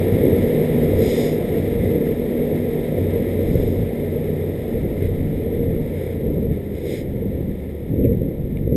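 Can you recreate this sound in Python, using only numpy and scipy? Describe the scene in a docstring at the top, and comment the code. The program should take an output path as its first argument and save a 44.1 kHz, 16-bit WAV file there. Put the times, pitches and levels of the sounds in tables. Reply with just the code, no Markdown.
"""A bicycle on brick paving, heard close up through the microphone of a camera that the rider wears.
From the start knobbly tyres hum, paver joints shake the camera mount and wind buffets and rushes.
A raised brick jolts the mount almost at once; brief hisses and more jolts follow. From about 5 s
the bicycle slows and the rush sinks away, until rough bricks and a few ticks arrive near 8 s.
Throughout, the camera's coarse sampling adds a thin fizz."""
import sys
import numpy as np
from scipy import signal
from scipy.fft import rfft, irfft, next_fast_len
from scipy.io import wavfile
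from scipy.ndimage import map_coordinates

SR = 44100
rng = np.random.default_rng(int(sys.argv[2]) if len(sys.argv) > 2 else 0)


def pcm_store(signal):
    """Save signal as 16-bit PCM."""
    levels = np.round(np.clip(np.atleast_2d(signal), -1, 1) * 32767)
    wavfile.write(sys.argv[1], SR, levels.astype(np.int16).T)


N = 386316

# Response of the shaken camera mount: frequency_hz, relative_db
MOUNT_SPECTRUM = [(40, -29), (110, -11), (200, -2.5), (300, -1.5), (380, -1), (470, 2), (530, -3),
                  (610, -13), (720, -27), (850, -42), (1100, -55.5), (1600, -66), (3000, -110)]
# Low rumble of a buffet or thud at the microphone: frequency_hz, relative_db
BUFFET_SPECTRUM = [(25, -55), (55, -4.5), (80, -2), (125, -1), (185, -3.5), (280, -7.5), (450, -30),
                   (900, -55), (2000, -110)]


def paving(knob_hz, flow_db, joint_share=0.2, scatter_db=2.5, stagger_s=0.003967, uneven_db=0.81):
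    """Paver joints knock the mount over the bricks' fine grain; rough stretches add a duller shake."""
    # Rougher or smoother paving under the wheels: start_s, end_s, added_db
    rough_stretches = [(.17, .44, 4), (.76, 1.22, 1.5), (1.88, 2.1, 3), (2.3, 2.55, 2.5), (2.97, 3.78, 2),
                       (4.72, 5.12, 1.5), (5.4, 5.75, 3), (6.22, 6.5, 3.5), (6.87, 7.0, 3.5),
                       (7.2, 7.42, 1), (7.54, 7.84, -2), (7.96, 8.15, 10), (8.2, 8.33, 5.5),
                       (8.69, 8.85, 11)]
    joints = np.flatnonzero(np.diff(np.floor(np.cumsum(knob_hz / 2) / SR)))  # one per two knobs
    late, size = rng.standard_normal((1000, 2))[:len(joints)].T
    at = np.clip(joints + stagger_s * SR * late, 0, N - 1).astype(int)
    knocks = unit(np.bincount(at, amp(scatter_db * size), N))
    force = np.sqrt(joint_share) * knocks + np.sqrt(1 - joint_share) * rng.standard_normal(N)
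    shake = unit(through(force, MOUNT_SPECTRUM))
    rough = (amp(added_db(rough_stretches, edge_s=0.078)) - 1) * cushioned(shake)
    return amp(-25.5 + 0.82 * flow_db + uneven_db * wobble(14)) * (shake + rough)


def tyres(knob_hz, flow_db):
    """The knobs drum out a drone, the tread pattern sings above it and the rubber roars softly."""
    # Paving on which the tyres drone: start_s, end_s, level_db
    drone_stretches = [(-.1, .45, -26), (.9, 1.0, -22), (1.58, 1.96, -27.5), (2.97, 3.47, -24.5),
                       (3.55, 3.88, -28), (4.03, 4.72, -30.5), (4.98, 5.3, -25), (5.5, 5.75, -28.5),
                       (5.9, 7.65, -34.5)]
    # Tones of the tread pattern: knob_rate_multiple, relative_db, wander_hz
    tread_tones = [(0.499, -15, 0.67), (1.665, .3, 0.86), (2.55, 2, 2), (4.53, -2.5, 3.49),
                   (5.01, -1.5, 4.4)]
    # Stretches where the tread sings louder: start_s, end_s, added_db
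    singing_stretches = [(.4, .8, 2.5), (1.88, 2.12, 2.5), (2.35, 2.8, 4), (3.95, 4.4, 2.5)]
    # Roar of rolling rubber: frequency_hz, relative_db
    rubber_spectrum = [(250, -10.5), (550, 3.5), (700, 1.5), (830, -6), (1000, -11), (1150, -20),
                       (1300, -19), (1500, -32.5), (3000, -72.5)]
    drone_gain = np.hypot(amp(-37), swells(drone_stretches, edge_s=0.037))
    drone = drone_gain * tyre_tone(knob_hz, wander_hz=0.68, waver_db=2.5)
    sing = sum(amp(db) * tyre_tone(k * knob_hz, wander, waver_db=2.1) for k, db, wander in tread_tones)
    sing_db = -35 + 0.84 * flow_db + added_db(singing_stretches, edge_s=0.06)
    roar = amp(-41 + 0.94 * flow_db + 0.41 * wobble(30)) * rush(rubber_spectrum)
    return drone + amp(sing_db) * sing + roar


def tyre_tone(hz, wander_hz, waver_db):
    """A tone of rms 1 whose pitch and strength wander as the tyre squirms."""
    cycles = np.cumsum(hz + wander_hz * wobble(25)) / SR + rng.random()
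    return unit(np.sin(2 * np.pi * cycles) * amp(waver_db * wobble(7)))


def jolts(gain_db=-2, thud_db=-4):
    """A raised brick gives one blow: a knock in the mount and a low thud."""
    # Hard blows from uneven bricks: start_s, relative_db
    raised_bricks = [(0.329, -2.5), (3.554, -3), (3.598, -10), (3.634, -7.5), (5.618, -19), (6.381, -11),
                     (7.258, -25), (7.94, -9.5), (7.994, -17), (8.049, -5.5), (8.06, -10.5), (8.117, -11),
                     (8.217, -7), (8.675, -8), (8.723, -6.5)]
    blows = np.zeros(N)
    for start_s, db in raised_bricks:
        blows[round(start_s * SR)] += amp(db + gain_db)
    knock, thud = ring(MOUNT_SPECTRUM), ring(BUFFET_SPECTRUM)
    bump = knock / np.abs(knock).max() + amp(thud_db) * thud / np.abs(thud).max()
    return cushioned(signal.fftconvolve(blows, bump / np.abs(bump).max())[:N])


def cushioned(x, cutoff_hz=586, order=8):
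    """The soft tyres soak up the treble of a bump."""
    return filtered(x, lambda hz: 1 / np.hypot(1, (hz / cutoff_hz) ** order))


def wind(flow_db, eddy_db=2, edge_s=0.1):
    """Eddies buffet the microphone in lumps, over slower swings of pressure; a gust raises both."""
    # Gusts right on the microphone: start_s, end_s, buffet_db, pressure_db
    gusts = [(0.078, 0.298, -19, -38), (0.683, .9, -25.5, -42), (.86, 1.137, -22.5, -33),
             (1.716, 1.975, -23.5, -38), (3.13, 3.267, -26, -37), (3.446, 3.69, -19.5, -26.5),
             (3.74, 3.86, -27.5, -34), (4.7, 5.512, -25, -30), (5.546, 5.88, -23, -30),
             (6.234, 6.562, -22.5, -31), (6.997, 7.582, -26.5, -37), (7.878, 8.3, -20.5, -33),
             (8.012, 8.097, -16, -34), (8.36, 8.61, -25, -30.5), (8.617, 8.8, -19, -29.5)]
    buffet_gusts = swells([(start, end, db) for start, end, db, _ in gusts], edge_s)
    pressure_gusts = swells([(start, end, db) for start, end, _, db in gusts], edge_s)
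    buffet_gain = np.hypot(amp(-31 + 0.26 * flow_db), buffet_gusts)
    pressure_gain = np.hypot(amp(-39.5 + 0.35 * flow_db), pressure_gusts)
    eddies = unit(rush(BUFFET_SPECTRUM) * amp(eddy_db * wobble(22)))
    # Deep swings of air pressure: frequency_hz, relative_db
    pressure_spectrum = [(10, -7), (24, 12), (45, 14.5), (60, 16), (90, -27.5), (180, -53), (600, -110)]
    return buffet_gain * eddies + pressure_gain * rush(pressure_spectrum)


def airflow(flow_db, flutter_db=0.74):
    """Air rushes through the housing's resonances, fading as the ride eases off."""
    # Air in the housing around the microphone: frequency_hz, relative_db
    housing_spectrum = [(600, -15.5), (1150, -20.5), (1300, -10.5), (1470, -16.5), (1850, -3), (2130, -0.5),
                        (2550, -12.5), (2900, -15), (3700, -10.5), (4450, -27.5), (5100, -22.5),
                        (6000, -36)]
    return amp(-47 + flow_db + flutter_db * wobble(45)) * rush(housing_spectrum)


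def hisses(grain_db=0.2, squareness=3):
    """Light rubs, and a gust of air near 3.6 s, swell and stop; some hisses are dull, some bright."""
    # Brief hisses: middle_s, length_s, level_db, tilt_db_per_octave
    brief_hisses = [(1.163, 0.26, -38, 1), (3.2, .22, -50, -13.5), (3.6, .3, -52, -2),
                    (5.04, .075, -45.5, -13), (6.035, 0.19, -48, -11.5), (6.82, 0.14, -50.5, -6),
                    (6.938, 0.13, -42, -3)]
    # A hiss heard through the housing: frequency_hz, relative_db
    hiss_spectrum = [(900, -40), (1600, -9), (2130, 9.5), (2700, -7.5), (3600, 5), (4000, 0), (4500, -16),
                     (5000, 3), (5500, -7), (6000, -17)]
    t, hiss = np.arange(N) / SR, np.zeros(N)
    for middle_s, length_s, db, tilt in brief_hisses:
        envelope = np.exp(-np.abs(2 * (t - middle_s) / length_s) ** squareness / 2)
        tilted = [(hz, level + tilt * np.log2(hz / 1000)) for hz, level in hiss_spectrum]
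        hiss += amp(db) * envelope * rush(tilted)
    return hiss * amp(grain_db * wobble(120))


def ticks():
    """The bicycle's fittings give small dry clicks that die within moments, dulled by the housing."""
    # Clicks from the fittings: start_s, level_db, t60_s
    clicks = [(8.042, -40.5, 0.052), (8.056, -47, 0.11), (8.57, -33, 0.016), (8.586, -45, 0.022)]
    # A click heard through the housing: frequency_hz, relative_db
    click_spectrum = [(900, -45), (1500, -22), (1800, 4), (2200, 9.5), (3000, -8), (3700, -6), (4400, -32),
                      (6000, -42)]
    t, envelope = np.arange(N) / SR, np.zeros(N)
    for start_s, db, t60_s in clicks:
        envelope += (t >= start_s) * amp(db - 60 * np.abs(t - start_s) / t60_s)
    bursts = envelope * rng.standard_normal(N)
    return through(bursts, click_spectrum) / np.linalg.norm(ring(click_spectrum))


def amp(db):
    """Decibels to gain."""
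    return 10 ** (np.asarray(db) / 20)


def unit(x):
    """Scaled to rms 1."""
    return x / np.sqrt(np.mean(x ** 2) + 1e-20)


def curve(rows):
    """One value per sample from (time_s, value) rows."""
    return np.interp(np.arange(N) / SR, *np.transpose(rows))


def wobble(rate):
    """A smooth random curve, rate knots a second."""
    knots = rng.standard_normal(4096)
    return map_coordinates(knots, [np.arange(N) * rate / SR], mode="wrap")


def filtered(x, response):
    """x with its spectrum weighted by response(hz)."""
    size = next_fast_len(N + SR // 2)
    return irfft(rfft(x, size) * response(np.fft.rfftfreq(size, 1 / SR)), size)[:N]


def ring(spectrum, size=8192):
    """The causal impulse response of a body with this spectrum."""
    hz, db = np.transpose(spectrum)
    level_db = np.interp(np.log(np.fft.rfftfreq(size, 1 / SR) + 1), np.log(hz), db)
    cepstrum = irfft(np.log(amp(level_db)))
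    cepstrum[1:size // 2] *= 2  # fold onto positive time for minimum phase
    cepstrum[size // 2 + 1:] = 0
    return irfft(np.exp(rfft(cepstrum))) * np.hanning(2 * size)[size:]


def through(x, spectrum):
    """x sounding through a body."""
    return signal.fftconvolve(x, ring(spectrum))[:N]


def rush(spectrum):
    """Coloured noise of rms 1."""
    return unit(through(rng.standard_normal(N), spectrum))


def stretches(rows, edge_s):
    """One (shape, dB) pair per row; the shape rises over edge_s, holds at up to 1 and falls again."""
    t = np.arange(N) / SR
    for start, end, db in rows:
        yield np.clip(np.minimum(t - start, end - t) / edge_s + .5, 0, 1), db


def added_db(rows, edge_s):
    """The dB that these stretches add at each moment."""
    return sum(shape * db for shape, db in stretches(rows, edge_s))


def swells(rows, edge_s):
    """The gain of these stretches at each moment, summed in power."""
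    return np.sqrt(sum((shape * amp(db)) ** 2 for shape, db in stretches(rows, edge_s)))


def scene():
    """The ride in mono, at the one microphone on the rider."""
    # Rate at which the tyre knobs meet the ground: time_s, rate_hz
    knob_rate = [(0, 93.9), (1.2, 93.73), (2.6, 93.77), (4.2, 91.65), (5.2, 92.3), (6, 89.36), (6.6, 81.8),
                 (7.8, 74.6), (8.76, 72.5)]
    # Airflow past the rider, which the rolling sounds also follow: time_s, level_db
    flow_level = [(0.0, -41.5), (1.04, -42), (2.18, -46), (2.95, -46), (3.3, -46), (3.9, -47.5),
                  (6.08, -51), (6.42, -52.5), (6.93, -53), (7.2, -53.5), (7.83, -55), (8.7, -57)]
    knob_hz = curve(knob_rate)
    flow_db = curve(flow_level) + 48  # relative to the flow in mid-ride
    riding = tyres(knob_hz, flow_db) + paving(knob_hz, flow_db) + jolts()
    return (riding + wind(flow_db) + airflow(flow_db) + hisses() + ticks())[None]


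def record(dry, hold_hz=12000, top_hz=15350, image_gain_db=0.52):
    """The camera samples coarsely and holds each value, mirroring the sound faintly around that rate."""
    band = filtered(dry[0], lambda hz: np.clip((hold_hz / 2 - hz) / 150 + .5, 0, 1))
    mirrored = band * 2 * np.cos(2 * np.pi * hold_hz * np.arange(N) / SR)
    # holding weakens the images most near the sampling rate
    images = filtered(mirrored, lambda hz: np.abs(hz - hold_hz) / np.maximum(hz, hold_hz / 2))
    return filtered(band + amp(image_gain_db) * images, lambda hz: hz < top_hz)[None]


dry = scene()
out = record(dry)
pcm_store(out)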